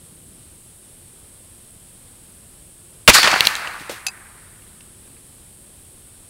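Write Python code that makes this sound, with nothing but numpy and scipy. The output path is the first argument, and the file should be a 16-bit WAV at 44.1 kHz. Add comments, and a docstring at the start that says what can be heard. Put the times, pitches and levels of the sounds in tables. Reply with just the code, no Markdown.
"""Quiet outdoor air, a light breeze and the hiss of the camera's electronics, from a small camera at the edge
of a wood. Three seconds in, a rifle bullet smashes a pottery plate on a stump close by and overloads the
microphone. The shot slaps back from brush and trunks, then rolls away through the trees, ever duller. Shards
knock, clink and thud on wood and turf while grit showers down."""
import sys
import numpy as np
from scipy import signal
from scipy.fft import rfft, irfft
from scipy.io import wavfile
from scipy.ndimage import uniform_filter1d

SR = 44100
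rng = np.random.default_rng(int(sys.argv[2]) if len(sys.argv) > 2 else 0)


def store_pcm(level_fs):
    """Save levels as 16-bit WAV."""
    pcm = np.round(np.clip(level_fs, -1, 1) * 32767).astype(np.int16)
    wavfile.write(sys.argv[1], SR, np.atleast_2d(pcm).T)


N = 277389
TIME = np.arange(N) / SR
FREQS = np.maximum(np.arange(N // 2 + 1) * SR / N, 1)
TOP_HZ = 15700  # upper edge of the camera's sound


def undb(db):
    """Decibels to gain."""
    return 10 ** (np.asarray(db) / 20)


def unit(x):
    """Scale to rms 1."""
    return x / np.sqrt(np.mean(x ** 2))


def fade(age, t60):
    """Exponential decay, 60 dB down after t60."""
    return np.exp(-np.log(1000) * age / t60)


def swell(age, rise, t60):
    """A straight rise from silence, then an exponential decay."""
    return np.clip(age / rise, 0, 1) * fade(np.maximum(age - rise, 0), t60)


def add(track, start, sound):
    """Mix a sound into the track at a time in seconds."""
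    i = int(start * SR)
    track[i:i + len(sound)] += sound[:N - i]


def colour(x, spectrum):
    """Filter a signal by a curve of (Hz, dB) points and scale it to rms 1."""
    hz, db = np.transpose(spectrum)
    gain = undb(np.interp(np.log(FREQS), np.log(hz), db))
    return unit(irfft(rfft(x) * gain, N))


def walk(rate):
    """Random levels held for 1 / rate seconds and smoothed twice, at rms 1."""
    hold = int(SR / rate)
    steps = np.repeat(rng.standard_normal(N // hold + 1), hold)
    return unit(uniform_filter1d(uniform_filter1d(steps, hold), hold)[:N])


def grains(per_second, scatter_db):
    """Random clicks, many small and a few large."""
    clicks = (rng.random(N) < per_second / SR) * rng.standard_normal(N)
    return clicks * undb(scatter_db * rng.exponential(size=N))


def burst(hz, width_hz, rise, t60):
    """Noise in one broad resonance that swells and dies away."""
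    age = TIME[:SR // 2]
    low = np.hypot(hz, width_hz / 2) - width_hz / 2
    band = signal.butter(1, [low, min(low + width_hz, SR / 2 - 1000)], "band", fs=SR, output="sos")
    noise = signal.sosfilt(band, rng.standard_normal(len(age)))
    # a slow blow holds little treble far above its resonance
    roof = signal.butter(2, min(2 * (hz + width_hz), TOP_HZ), fs=SR, output="sos")
    return unit(signal.sosfilt(roof, noise)) * swell(age, rise, t60)


def background(air_db=-50.5, swell_db=.06, flutter_db=.5, hiss_db=-47.5):
    """Softly stirring air under the even hiss of the camera's electronics."""
    # Spectra of the outdoor air and the hiss. Each row: frequency in Hz, relative level in dB.
    air_colour = [(12, -34.5), (20, -3), (90, 1), (123, -1.5), (287, -9.5), (331, -12), (355, -5),
                  (381, -12), (518, -13), (773, -18.5), (2290, -22.5), (3180, -19.5), (5600, -24),
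                  (7280, -55.5), (12300, -120)]
    hiss_colour = [(4500, -39), (5600, -21), (7000, -12), (7600, -8), (8300, 2), (9200, -2), (10200, -1.5),
                   (11200, -8), (13000, -14), (15500, -17)]
    air = colour(rng.standard_normal(N), air_colour)
    air *= undb(air_db + swell_db * walk(1.5) + flutter_db * walk(12))
    return air + undb(hiss_db) * colour(rng.standard_normal(N), hiss_colour)


def breeze(lull_db=-68):
    """A low rumble of moving air that swells smoothly with each gust."""
    # The rumble's spectrum. Each row: frequency in Hz, relative level in dB.
    breeze_colour = [(60, -23.5), (150, 2), (260, -2.5), (450, -14), (1500, -40.5), (8000, -70)]
    # Light gusts. Each row: peak time in seconds, level in dB, half length in seconds.
    gusts = [(.18, -53, .22), (2.4, -62, .25), (5, -59.5, .3)]
    power = sum(undb(db) ** 2 * np.exp(-((TIME - peak) / half) ** 2) for peak, db, half in gusts)
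    return colour(rng.standard_normal(N), breeze_colour) * np.sqrt(undb(lull_db) ** 2 + power)


def woods(spectrum, start, rise, level_db, spread_s, patchy_db):
    """Countless small echoes from ever deeper trees; distance weakens them, foliage soaks up treble."""
    # How long sound lasts among the trees. Each row: frequency in Hz, t60 in seconds.
    decay_times = [(50, 1.7), (200, 1.75), (600, 2.1), (1200, 2.66), (1800, 2.62), (2800, 1.9),
                   (4400, 1.17), (7000, 1.2), (15500, .55)]
    hz, t60 = np.transpose(decay_times)
    scatter = rfft(colour(grains(20000, scatter_db=.41), spectrum))
    age = np.maximum(TIME - start, 0)
    out = np.zeros(N)
    for share, band_t60 in zip(np.eye(len(hz)), t60):
        band = irfft(scatter * np.interp(np.log(FREQS), np.log(hz), share), N)
        out += band * fade(age, band_t60) * undb(patchy_db * walk(60))
    spreading = 1 / np.sqrt(1 + age / spread_s)
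    return undb(level_db) * out * np.minimum(age / rise, 1) * spreading


def far_echoes():
    """The wood returns the bullet's sharp crack, then the rifle's duller report, which the bullet outran."""
    # What the trees throw back of each. Each row: frequency in Hz, relative level in dB.
    crack_colour = [(40, -21), (150, -19), (380, -22), (750, -8), (1600, 3), (2650, 0), (3250, -6),
                    (4500, 7.5), (5800, -8), (7000, -7.5), (9500, -10.5), (15500, -22)]
    report_colour = [(40, -16), (170, -13), (350, -13), (700, -3), (1200, 1), (1700, -.5), (2400, -1.5),
                     (3300, -13), (4500, -11), (8000, -24), (15500, -37.5)]
    crack = woods(crack_colour, start=3.138, rise=.01, level_db=-8.5, spread_s=.068, patchy_db=1.5)
    report = woods(report_colour, start=3.232, rise=.0083, level_db=-16.2, spread_s=.12, patchy_db=1.9)
    return crack + report


def near_echoes():
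    """Undergrowth, brush and near trunks throw back the shot; a more smeared slap lasts longer."""
    # Undergrowth round the stump answers at once. Each row: centre in Hz, width in Hz, level in dB.
    undergrowth = [(190, 260, -31.5), (2480, 2400, -16)]
    # Distinct slaps. Each row: start in seconds, level in dB, centre in Hz, smear in seconds.
    slaps = [(3.127, -7.5, 4700, .023), (3.147, -8.5, 1400, .011), (3.18, -11, 950, .0042),
             (3.182, -14, 4000, .002), (3.2308, -5, 2300, .0002), (3.2422, -7, 1600, .001),
             (3.254, -12.5, 1800, .002), (3.271, -8, 1600, .004), (3.315, -14, 2300, .0003),
             (3.326, -13.5, 1000, .005), (3.3395, -7, 1050, .0003), (3.359, -13.5, 1100, .003)]
    out = np.zeros(N)
    for hz, width_hz, db in undergrowth:
        add(out, 3.107, undb(db) * burst(hz, width_hz, rise=.0065, t60=.23))
    for start, db, hz, smear in slaps:
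        smear_ms = 1000 * smear
        add(out, start, undb(db) * burst(hz, width_hz=.95 * hz, rise=smear, t60=.04 * smear_ms ** .3))
    return out


def grit():
    """Crumbs and dust tick on bark and grass in a dying shower; landing pieces kick up fresh sprays."""
    # The ticks' spectrum. Each row: frequency in Hz, relative level in dB.
    grit_colour = [(1000, -16), (2500, 1), (4000, -3), (7000, -7.5), (10500, -8), (15500, -14)]
    # Sprays of crumbs. Each row, as for the shower: start in seconds, level in dB, rise and t60 in seconds.
    sprays = [(3.41, -25.5, .05, .35), (3.556, -31.5, .008, .14), (3.79, -39.5, .012, .16),
              (3.897, -33.5, .02, .3)]
    shower = (3.13, -26.5, .07, 1.7)
    power = sum((undb(db) * swell(TIME - start, rise, t60)) ** 2
                for start, db, rise, t60 in [shower, *sprays])
    return colour(grains(6000, scatter_db=1.8), grit_colour) * np.sqrt(power)


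def thuds():
    """Big pieces land on wood and turf with a dull bump and a rustle of dry stalks."""
    # Each row: start in seconds, level in dB, centre and width in Hz, t60 in seconds, relative rustle in dB.
    landings = [(3.409, -30, 85, 130, .07, -12), (3.457, -35.5, 190, 250, 0.13, -6),
                (3.672, -34.5, 520, 260, 0.04, -4), (3.805, -35.5, 140, 130, .11, -6),
                (3.8945, -26.5, 440, 140, .075, -1), (3.915, -34, 350, 300, .1, -3)]
    out = np.zeros(N)
    for start, db, hz, width_hz, t60, rustle_db in landings:
        add(out, start, undb(db) * burst(hz, width_hz, rise=.00067, t60=t60))
        add(out, start, undb(db + rustle_db) * burst(2000, 5000, rise=.00056, t60=t60))
    return out


def strikes(contacts, modes, tick_t60, spot_scatter_db=1.2):
    """Each contact is a short tick and rings the modes, their mix changing with the spot that is hit."""
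    out, age = np.zeros(N), TIME[:SR // 2]
    hz, db, t60 = np.transpose(modes)[:, :, None]
    for start, hit_db, pitch, tick_db, contact_hz in contacts:
        stretch = pitch ** -3.2  # bigger, lower pieces ring longer
        strength = undb(db + spot_scatter_db * rng.standard_normal(hz.shape))
        strength *= rng.choice([-1, 1], hz.shape)
        ring = np.sum(strength * np.sin(2 * np.pi * hz * pitch * age) * fade(age, t60 * stretch), axis=0)
        tick = undb(tick_db) * burst(5000, 5500, rise=.0001, t60=tick_t60 * stretch)
        # a softer contact pushes for longer and excites less treble
        softness = signal.butter(2, min(contact_hz, TOP_HZ), fs=SR, output="sos")
        add(out, start, undb(hit_db) * signal.sosfilt(softness, ring + tick))
    return out


def shards():
    """Flying shards knock against things and barely ring; one lands on another, clinks and bounces."""
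    # Contacts. Each row: start in seconds, level in dB, pitch ratio, relative tick in dB, cut-off in Hz.
    knocks = [(3.4067, 16, 1.03, -18, 12000), (3.417, -14, 1.2, -12, 6000), (3.4533, -8.5, 1.12, -4, 11000),
              (3.4706, 16, 1.03, -17, 12000), (3.5534, -9.5, 1, -9, 10000), (3.6735, -16.5, .72, 0, 3000),
              (4.622, -45, .7, -3.5, 3500), (4.808, -42, .7, 5, 4800), (5.075, -48, .62, -4, 2400),
              (5.166, -45, .62, -2, 2600)]
    clinks = [(4.0663, -15.5, 1, -4, 14000), (4.0697, -23, .98, 0, 14000), (4.0838, -22, 1, -6, 8000)]
    # Pottery modes at pitch ratio 1. Each row: frequency in Hz, relative level in dB, t60 in seconds.
    knock_modes = [(2100, -13, .008), (2650, -10, 0.01), (3270, -7.5, 0.007), (3860, 0.5, 0.0053),
                   (4185, -1, 0.0053), (5380, -25, .005), (6200, -5.5, 0.0029), (8610, -7.5, 0.0019),
                   (10500, -15, 0.003)]
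    clink_modes = [(765, -14, .04), (1530, -14, .035), (2602, 1, .036), (2570, -8, 0.055), (3910, -6, .018),
                   (4400, -8, .018), (4850, -7, .058), (6140, -3.5, .028), (6480, -11, 0.025),
                   (7160, -9, 0.033), (7380, -10, .035), (9800, -7, .027), (10170, -7, 0.044),
                   (13200, -13, .03), (14250, -11, .022)]
    return strikes(knocks, knock_modes, tick_t60=.0052) + strikes(clinks, clink_modes, tick_t60=.023)


def impact():
    """Close to the microphone, the bullet cracks, thumps into the stump and bursts the plate."""
    # Each row: start in seconds, level in dB, centre and width in Hz, t60 in seconds.
    blows = [(3.0768, 21.5, 2800, 699.4, 0.032), (3.0775, 10, 900, 1500, 0.032),
             (3.082, 9.5, 1296, 1200, 0.026), (3.084, 13.5, 760, 300, .026),
             (3.086, 3.5, 3200, 6000, 0.054), (3.087, -7.5, 180, 60, .08), (3.087, -10, 36, 52, .09),
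             (3.096, -1, 4500, 6000, .035), (3.099, 0, 2300, 450, 0.043), (3.1, -10, 1009, 894, 0.083)]
    out = np.zeros(N)
    for start, db, hz, width_hz, t60 in blows:
        add(out, start, undb(db) * burst(hz, width_hz, rise=.0002, t60=t60))
    return out


def scene():
    """The shot, its echoes and the falling pieces over the outdoor air, at one microphone."""
    rolling_tail = far_echoes()
    debris = shards() + thuds() + grit()
    return (impact() + near_echoes() + rolling_tail + debris + breeze() + background())[None]


def record(dry):
    """The camera clips hard at full scale and cuts the top treble."""
    top_cut = signal.ellip(10, .1, 80, TOP_HZ, fs=SR, output="sos")
    return signal.sosfilt(top_cut, np.clip(dry, -1, 1))


dry = scene()
out = record(dry)
store_pcm(out)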